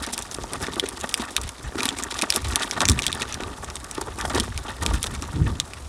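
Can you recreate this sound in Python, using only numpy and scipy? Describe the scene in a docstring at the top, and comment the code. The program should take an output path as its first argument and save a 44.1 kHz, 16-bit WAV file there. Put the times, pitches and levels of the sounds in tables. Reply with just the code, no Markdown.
"""A gravel path and rough grass in open fields: someone walks from the one onto the other in a light breeze.
Stones crack and grind under the soles, and shoes knock dully on the ground: decaying modes of struck bodies.
Contacts excite the modes singly, and dense random trains of small grains excite them for grit and shuffle.
Gusts buffet the microphone as noise of fluctuating level, over the quiet steady hiss of the fields."""
import sys
import numpy as np
from scipy import signal
from scipy.fft import rfft, irfft
from scipy.io import wavfile
from scipy.ndimage import uniform_filter1d

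SR = 44100
rng = np.random.default_rng(int(sys.argv[2]) if len(sys.argv) > 2 else 0)


def attenuation_scalar(level_db):
    """Turn a level in dB into a linear amplitude multiplier (20 dB per decade)."""
    decades = np.asarray(level_db, float) / 20
    return 10 ** decades


def int16_out(signal):
    """Quantize to a 16-bit WAV file."""
    q = np.round(np.clip(np.atleast_2d(signal).T, -1, 1) * 32767)
    wavfile.write(sys.argv[1], SR, q.astype(np.int16))


N = 259431

# stones cracking, loud and faint (a few rows, as at 2.996 and 4.404 s, are a stone striking again about 5 ms
# after a crack): t/s, peak level of the first contact/dB, favoured mode f/Hz, # tilt/(dB per octave)
CRACK_EVENTS = [(0.025, -19, 8600, 13), (0.065, -15.5, 5730, 4), (0.138, -12, 7450, 6),
                (.1785, -11, 10200, -1.5), (0.19, -13, 7250, 4), (.2235, -14.5, 7560, 11),
                (0.313, -16.5, 6000, -1.5), (0.4362, -18.5, 6030, 0), (0.534, -10, 8400, -1.5),
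                (0.735, -21.5, 3800, 2), (.797, -2, 3297, 1.5), (0.888, -12, 9800, 10),
                (1.011, -15.5, 6160, 3), (1.092, -12.5, 3400, 5.5), (1.1415, -2.5, 5070, -0.5),
                (1.176, -16.5, 8860, 2), (1.3653, 1.5, 3630, -0.5), (1.3785, -19, 3600, -8),
                (1.4143, -14.5, 7300, 10), (1.435, -22, 3640, -5), (1.4912, -14.5, 9200, -0.5),
                (1.8052, -11, 6330, -7), (1.832, -8, 3900, 2), (1.8551, -4.5, 9700, -2),
                (1.881, -21, 7400, 5), (1.8894, -3.5, 3300, 1), (1.987, -13.5, 8100, -5.5),
                (2.0252, -16, 7240, 2), (2.0364, -9, 7240, 12), (2.1426, -16.5, 6000, 0),
                (2.1902, -8.5, 5870, -1.5), (2.2147, -8.5, 2460, 2.5), (2.2213, -3, 2430, -1),
                (2.303, 1, 4820, 3.5), (2.324, -7, 3960, -3), (2.338, -16, 3660, -6),
                (2.361, -1.5, 10560, 1), (2.4702, -23, 7900, -3), (2.558, 1.5, 3630, 3),
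                (2.6326, -10.5, 8500, -5), (2.711, -8, 5600, -2), (2.8052, -3.5, 3800, -1.5),
                (2.817, -3.5, 7200, -2), (2.854, -2.5, 5700, -2), (2.881, -12, 7300, 6),
                (2.8866, 2, 8100, 1.5), (2.8971, 2.5, 5400, 3.5), (2.9173, -9, 3860, 8),
                (2.9905, -9, 2430, -2), (2.996, -14, 2430, -1), (3.021, -9, 3620, 1.5),
                (3.0328, -13, 3480, -2), (3.0407, -14, 2680, -4.5), (3.0659, 1, 3580, 2),
                (3.0803, -11, 3600, -1), (3.1177, -19, 3800, -3), (3.128, -9.5, 3600, 1.5),
                (3.1488, -17.5, 8600, 11), (3.211, -19, 9100, -10), (3.22, -8.5, 8260, -6),
                (3.325, -15, 6200, -3), (3.3426, -12, 5630, 1.5), (3.4059, -20.5, 2340, -2),
                (3.4354, -19.5, 9800, -7.5), (3.645, -17, 7160, 3), (3.701, -20, 2620, 1.5),
                (3.756, -13.5, 3450, 6), (3.7665, -18.5, 3440, -4), (3.801, -28, 8000, 6),
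                (3.912, -14.5, 9200, 5), (4.187, -19, 2430, 4), (4.2115, -12.5, 3430, 1),
                (4.2532, -16.5, 3300, -2), (4.348, -11, 4670, 4), (4.399, -1.5, 3370, 4),
                (4.404, -8.5, 3420, -3), (4.438, -23, 7400, 10), (4.5766, -11.5, 2400, 3),
                (4.8629, -5.5, 2530, 1.5), (5.0293, -4, 3360, 3), (5.041, -10, 3700, -3),
                (5.0687, -13, 3650, -0.5), (5.141, -24, 8900, 13), (5.1503, -19, 6940, -3),
                (5.2229, -17, 2520, 4.5), (5.6, -3, 3630, 0.5), (5.7348, -19, 2600, -3)]


def stones(clumps):
    """Impact and granular excitation: single cracks and loose pebbles over the fine crunch of grit."""
    # modes of a struck stone: f/Hz, bandwidth/Hz, relative level/dB
    stone_modes = [(1580, 840, 2), (2430, 325, 1), (2993, 340, -6.5), (3630, 458, 5), (4560, 950, 4),
                   (5600, 610, 5), (7310, 1730, 14), (8380, 820, 8), (9510, 2490, 19), (14300, 940, -6)]
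    cracks = blows(stone_modes, CRACK_EVENTS, lift_db=7.14, reach=0.21, after_db=-19, settle_s=0.035, size=2048)

    gain, busy = stir(CRACK_EVENTS, hit_s=0.0068, hit_db=4.5, order=1, fade_s=0.0012)
    crunch_per_s = 1500 * busy * np.exp(0.69 * clumps / busy + 0.74 * lumps(0.002))
    crunch = gain * grains(stone_modes, crunch_per_s, spread_db=3.1, lift_db=15.8, reach=0.86,
                           unlike=2.95, count=32)

    # loose pebbles are less damped: narrower modes ring longer
    pebble_modes = [(hz, 0.29 * width, db) for hz, width, db in stone_modes[1:-1]]
    rattle = grains(pebble_modes, 90 * busy, spread_db=7.0, lift_db=36.0, reach=0.22, unlike=4.8, count=32)
    pebbles = gain * attenuation_scalar(-15.5) * rattle
    return cracks + pebbles + crunch


def shoes(clumps):
    """Impact on a heavily damped body: dull knocks over the low shuffle of soles on soil and grass."""
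    # shoe on ground: t/s, peak level of the first contact/dB, favoured mode f/Hz
    knock_events = [(0.014, -27, 270), (.13, -32, 252), (0.385, -16.5, 386), (0.44, -22.5, 910),
                    (.683, -15.5, 400), (0.7658, -18.5, 393), (0.7746, -22, 372), (0.8268, -19.5, 396),
                    (0.8373, -16, 395), (1.0408, -16.5, 575), (1.3806, -22.5, 1160), (1.7541, -20.5, 330),
                    (1.853, -23.5, 260), (2.021, -25, 264), (2.368, -24.5, 220), (2.806, -14, 1305),
                    (2.829, -16, 930), (2.893, -18, 270), (3.402, -18, 385), (3.9808, -16, 372),
                    (4.2509, -15.5, 700), (4.3546, -11, 370), (4.398, -19, 250), (4.911, -20, 626)]
    # modes of shoe and ground: f/Hz, bandwidth/Hz, relative level/dB
    ground_modes = [(246.4, 46, -1), (381.5, 90, -3), (695, 325, 5), (920, 51, -6), (1175, 69, -1.5),
                    (1443, 173, 0), (1875, 103, -5.5), (2600, 200, -14.5), (3310, 530, -6)]
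    untilted = [(*row, 0) for row in knock_events]
    knocks = blows(ground_modes, untilted, lift_db=17.0, reach=0.3, after_db=-24.0, settle_s=0.47, size=4096)

    gain, busy = stir(knock_events + CRACK_EVENTS, hit_s=0.0086, hit_db=1, order=2, fade_s=0.0033)
    per_s = 600 * busy * np.exp(0.6 * clumps / busy + 0.6 * lumps(0.015))
    shuffle = gain * grains(ground_modes, per_s, spread_db=3.28, lift_db=18.6, reach=0.31,
                            unlike=1.47, count=24)
    return knocks + shuffle


def blows(modes, rows, lift_db, reach, after_db, settle_s, size):
    """Repeated contact: each blow touches, touches again at once, bounces weakly and chatters briefly."""
    roll_s, roll_db = 0.0008, -8.5  # second touch: typical delay, level re the first
    bounce_s, bounce_db = 0.0056, -19.5
    out, t = np.zeros(N), np.arange(size) / SR
    for s, peak_db, hz, tilt_db in rows:
        own = np.array(modes, float)
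        nearest = np.argmin(np.abs(np.log(own[:, 0] / hz)))
        own[nearest, 0] = hz  # the favoured mode replaces its nearest neighbour
        level_db = colour(own, hz, tilt_db, lift_db, reach)
        body = ring(own, level_db, rng.standard_normal((2, len(own))), size // 2)
        body /= np.abs(body).max()

        roll_time, roll_level, bounce_time, bounce_level = rng.standard_normal(4)
        add(out, s, attenuation_scalar(peak_db) * body)
        add(out, s + roll_s * (1 + 0.3 * roll_time) ** 2, attenuation_scalar(peak_db + roll_db + 1.43 * roll_level) * body)
        add(out, s + bounce_s * (1 + 0.094 * bounce_time),
            attenuation_scalar(peak_db + bounce_db + 2.1 * bounce_level) * body)

        # noise falling 60 dB in settle_s; the scaling makes it start near rms 1
        rubbing = rng.standard_normal(size) * attenuation_scalar(-60 * t / settle_s)
        chatter = signal.fftconvolve(rubbing, body)
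        chatter /= np.sqrt(np.sum(chatter ** 2) / (settle_s * SR / 14))
        add(out, s, attenuation_scalar(peak_db + after_db) * chatter)
    return out


def grains(modes, per_s, spread_db, lift_db, reach, unlike, count):
    """Granular shot noise: random impulses at a changing rate excite count unlike ticks; a few are large."""
    starts = rng.random(N) < per_s / SR
    strength = attenuation_scalar(spread_db * np.minimum(rng.exponential(1, N), 4)) * starts
    drift = lumps(0.012) + 0.6 * rng.standard_normal(N)  # grains close in time tend to ring alike
    rank = np.argsort(np.argsort(drift))
    kind = rank * count // N  # equal shares of time for every kind of tick
    out = np.zeros(N)
    for k, hz in enumerate(np.geomspace(modes[0][0], modes[-1][0], count)):
        level_db = colour(modes, hz, 0, lift_db, reach)
        tick = ring(modes, level_db, unlike * rng.standard_normal((2, len(modes))), 1024)
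        impulses = strength * (kind == k) * rng.choice([-1, 1], N)
        out += signal.oaconvolve(impulses, evened(tick))[:N]
    return evened(out)


def ring(modes, colour_db, chance, size):
    """Modal superposition: damped sines whose decay rate is pi times their bandwidth."""
    hz, width, db = (column[:, None] for column in np.transpose(modes))
    detune, uneven_db = 0.025 * chance[0][:, None], 2.5 * chance[1][:, None]
    t = np.arange(size) / SR
    sign = (-1) ** np.arange(len(modes))[:, None]  # neighbouring modes start in opposite phase
    strength = sign * attenuation_scalar(db + colour_db[:, None] + uneven_db)
    # the contact lasts a moment and each mode builds over half a cycle
    swell = 1 - np.exp(-(t / (0.5 / hz + 0.0001)) ** 2)
    decay = np.exp(-np.pi * width * t)
    return (strength * swell * decay * np.sin(2 * np.pi * hz * (1 + detune) * t)).sum(0)


def colour(modes, hz, tilt_db, lift_db, reach):
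    """Modal excitation: where a blow lands tilts the modes and lifts those within reach (octaves) of hz."""
    octaves = np.log2(np.transpose(modes)[0] / hz)
    return tilt_db * np.clip(octaves, -1.5, 1.5) + lift_db * np.exp(-(octaves / reach) ** 2)


def stir(hits, hit_s, hit_db, order, fade_s):
    """Adding powers: scuffs and blows set more grains moving, smoothed by exponential relaxation."""
    # soles grinding: t/s, grit level/dB, shuffle level/dB
    grinding = [(0, -41, -36), (.2, -45, -40), (.4, -46, -45), (.7, -43, -40.5), (1.2, -44.5, -38.5),
                (1.5, -46, -45), (1.95, -44, -36), (2.27, -46.5, -39.5), (2.6, -39.5, -34.5),
                (2.85, -41.5, -38), (3.2, -45, -37), (3.5, -49.5, -41.5), (4.08, -49.5, -46.5),
                (4.38, -40.5, -35), (4.64, -48.5, -43), (4.9, -40.5, -37), (5.3, -46.5, -42.5),
                (5.88, -51, -51)]
    # scuffs of the sole, from a few ms to several tens of ms: t/s, length/s, grit level/dB, shuffle level/dB
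    sole_scuffs = [(0.023, 0.028, -32, -31), (0.124, 0.021, -30, -32), (0.343, 0.0059, -26, -35),
                   (0.517, 0.04, -49, -32.5), (0.601, 0.051, -34, -30.5), (0.665, 0.01, -34, -32),
                   (0.858, 0.0063, -30, -33.5), (0.941, 0.0051, -46, -35), (1, 0.005, -29.5, -37),
                   (1.033, 0.0098, -35, -32.5), (1.196, 0.028, -35, -31.5), (1.779, 0.03, -31.5, -31.5),
                   (1.82, 0.05, -34, -30.5), (1.961, 0.049, -34.5, -53), (2.031, 0.013, -38, -28),
                   (2.104, 0.019, -30, -39), (2.159, 0.046, -35.5, -34.5), (2.223, 0.016, -26.5, -27.5),
                   (2.285, 0.021, -38, -43), (2.337, 0.044, -30, -28.5), (2.442, 0.016, -30.5, -26.5),
                   (2.483, 0.0055, -27.5, -45), (2.507, 0.03, -33.5, -39), (2.594, 0.023, -33.5, -27.5),
                   (2.621, 0.013, -28, -33), (2.771, 0.011, -36, -27.5), (2.807, 0.027, -33, -19),
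                   (2.896, 0.02, -33, -30.5), (3.035, 0.02, -33, -35.5), (3.194, 0.042, -33.5, -31),
                   (3.285, 0.026, -38, -31), (3.634, 0.007, -41, -31.5), (3.842, 0.0036, -33.5, -40),
                   (3.948, 0.008, -35, -30.5), (3.977, 0.0036, -33, -23), (4.011, 0.0059, -30.5, -26.5),
                   (4.067, 0.018, -44.5, -32.5), (4.176, 0.049, -43, -30), (4.236, 0.022, -42, -29),
                   (4.296, 0.013, -32, -28), (4.343, 0.04, -29.5, -23), (4.681, 0.025, -40.5, -28),
                   (4.82, 0.013, -25.5, -23.5), (4.935, 0.012, -30, -25.5), (5.459, 0.067, -45, -34),
                   (5.642, 0.015, -49, -41)]
    power, slow = np.zeros(N), attenuation_scalar(curve(grinding, order))
    for row in sole_scuffs:
        add(power, row[0], attenuation_scalar(2 * row[order + 1]) * np.ones(max(int(row[1] * SR), 1)))
    for s, *_ in hits:
        burst = attenuation_scalar(hit_db) * slow[round(s * SR)]  # hit_db is relative to the grinding at that moment
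        add(power, s, burst ** 2 * np.ones(max(int(hit_s * SR), 1)))
    keep = np.exp(-1 / (fade_s * SR))
    gain = np.sqrt(slow ** 2 + signal.lfilter([1 - keep], [1, -keep], power))
    busy = np.minimum(gain / slow, 4)
    # more grains already sound louder, so their share is taken out of the gain
    return gain / evened(np.sqrt(busy)), busy


def wind():
    """Turbulent pressure noise in a deep and an upper range; gusts climb and drop at steady rates in dB."""
    # breeze on the microphone: t/s, deep level/dB, upper range re deep/dB
    breeze = [(0, -39.5, -9), (.6, -39, 2), (1.3, -47, -13), (1.8, -39, -2), (2.3, -43.5, -28),
              (2.7, -39.5, -5), (3.1, -38, 0), (4.06, -38, -10), (4.4, -24.5, -2.5), (4.63, -37, -29),
              (5.2, -32, -12), (5.45, -34, 6), (5.62, -39.5, -1), (5.88, -34, -16)]
    # single gusts thumping it: t of the top/s, deep level/dB, upper range re deep/dB
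    gust_events = [(.41, -30.5, -12), (1.44, -26.5, -17), (1.66, -30.5, -24), (2.49, -23, -27),
                   (2.915, -18, 1), (4.926, -17, -5), (5.11, -23.5, -4.5), (5.39, -24, 1),
                   (5.435, -20, 4.5), (5.511, -17, -3)]
    # turbulence spectrum: f/Hz, relative level/(dB per Hz)
    wind_spectrum = [(20, -7), (45, -2.5), (65, 3.5), (100, -5.5), (180, -16), (300, -24.5), (600, -45),
                     (1500, -110)]
    rise_db_per_s, fall_db_per_s = 187, 203

    rumble = noise(wind_spectrum) * attenuation_scalar(2.9 * lumps(0.0214))
    upper = signal.sosfilt(signal.butter(2, 115, "high", fs=SR, output="sos"), rumble)
    deep = rumble - upper
    deep_power = attenuation_scalar(2 * curve(breeze, 1))
    upper_power = deep_power * attenuation_scalar(2 * curve(breeze, 2))
    for s, db, tilt_db in gust_events:
        late = np.arange(N) / SR - s
        gust_power = attenuation_scalar(2 * (db + np.minimum(rise_db_per_s * late, -fall_db_per_s * late)))
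        deep_power = deep_power + gust_power
        upper_power = upper_power + gust_power * attenuation_scalar(2 * tilt_db)
    return np.sqrt(deep_power) * evened(deep) + np.sqrt(upper_power) * evened(upper)


def air():
    """Broadband ambient noise of slightly uneven level: the faint hiss of leaves and distance."""
    # hiss spectrum: f/Hz, relative level/(dB per Hz)
    air_spectrum = [(100, -47), (260, 7), (580, 6.5), (1170, 6.5), (2000, -4), (3200, -6.5), (8500, -5.5),
                    (11000, -8), (13400, -26), (14800, -10), (16200, -45)]
    return attenuation_scalar(-46 + 0.43 * lumps(0.012)) * noise(air_spectrum)


def noise(points):
    """Spectral shaping: white noise weighted by a spectrum in dB per Hz, at rms 1."""
    f, db = np.transpose(points)
    hz = np.fft.rfftfreq(N, 1 / SR)
    weight = attenuation_scalar(np.interp(np.log(hz + 1), np.log(f + 1), db))
    return evened(irfft(rfft(rng.standard_normal(N)) * weight, N))


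def lumps(seconds):
    """Low-pass random fluctuation: white noise averaged twice over the given time, at rms 1."""
    size = max(int(seconds * SR), 1)
    once = uniform_filter1d(rng.standard_normal(N), size)
    return evened(uniform_filter1d(once, size))


def curve(rows, order):
    """Linear interpolation: one column of a table over time, at every sample."""
    rows = np.asarray(rows)
    return np.interp(np.arange(N) / SR, rows[:, 0], rows[:, order])


def evened(x):
    """Normalization by root mean square: scales to rms 1."""
    return x / np.sqrt(np.mean(x ** 2) + 1e-20)


def add(mix, s, sound):
    """Linear superposition: lays a sound into the mix at s seconds."""
    part = mix[round(s * SR):][:len(sound)]
    part += sound[:len(part)]


def scene():
    """Superposition of all sources at one microphone; grit and shuffle share the same clumps in time."""
    clumps = lumps(0.009)
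    return (stones(clumps) + shoes(clumps) + wind() + air())[None]


def low_pass(x):
    """Removes everything above the highest recorded frequency."""
    return signal.sosfilt(signal.butter(12, 16810, fs=SR, output="sos"), x)


def record(dry):
    """Band limiting and saturation: the microphone loses top and deepest bass; the hardest cracks flatten."""
    soft = signal.sosfilt(signal.butter(2, 11500, fs=SR, output="sos"), dry)
    cut = signal.sosfilt(signal.butter(2, 35, "high", fs=SR, output="sos"), soft)
    held = cut / (1 + (cut / 0.85) ** 4) ** 0.25  # smooth limit at 0.85 of full scale
    edge = signal.firwin(255, 16500, window=("kaiser", 9), fs=SR)[None]  # steep low-pass
    finished = signal.oaconvolve(held, edge, "same")
    return low_pass(finished)


dry = scene()
out = record(dry)
int16_out(out)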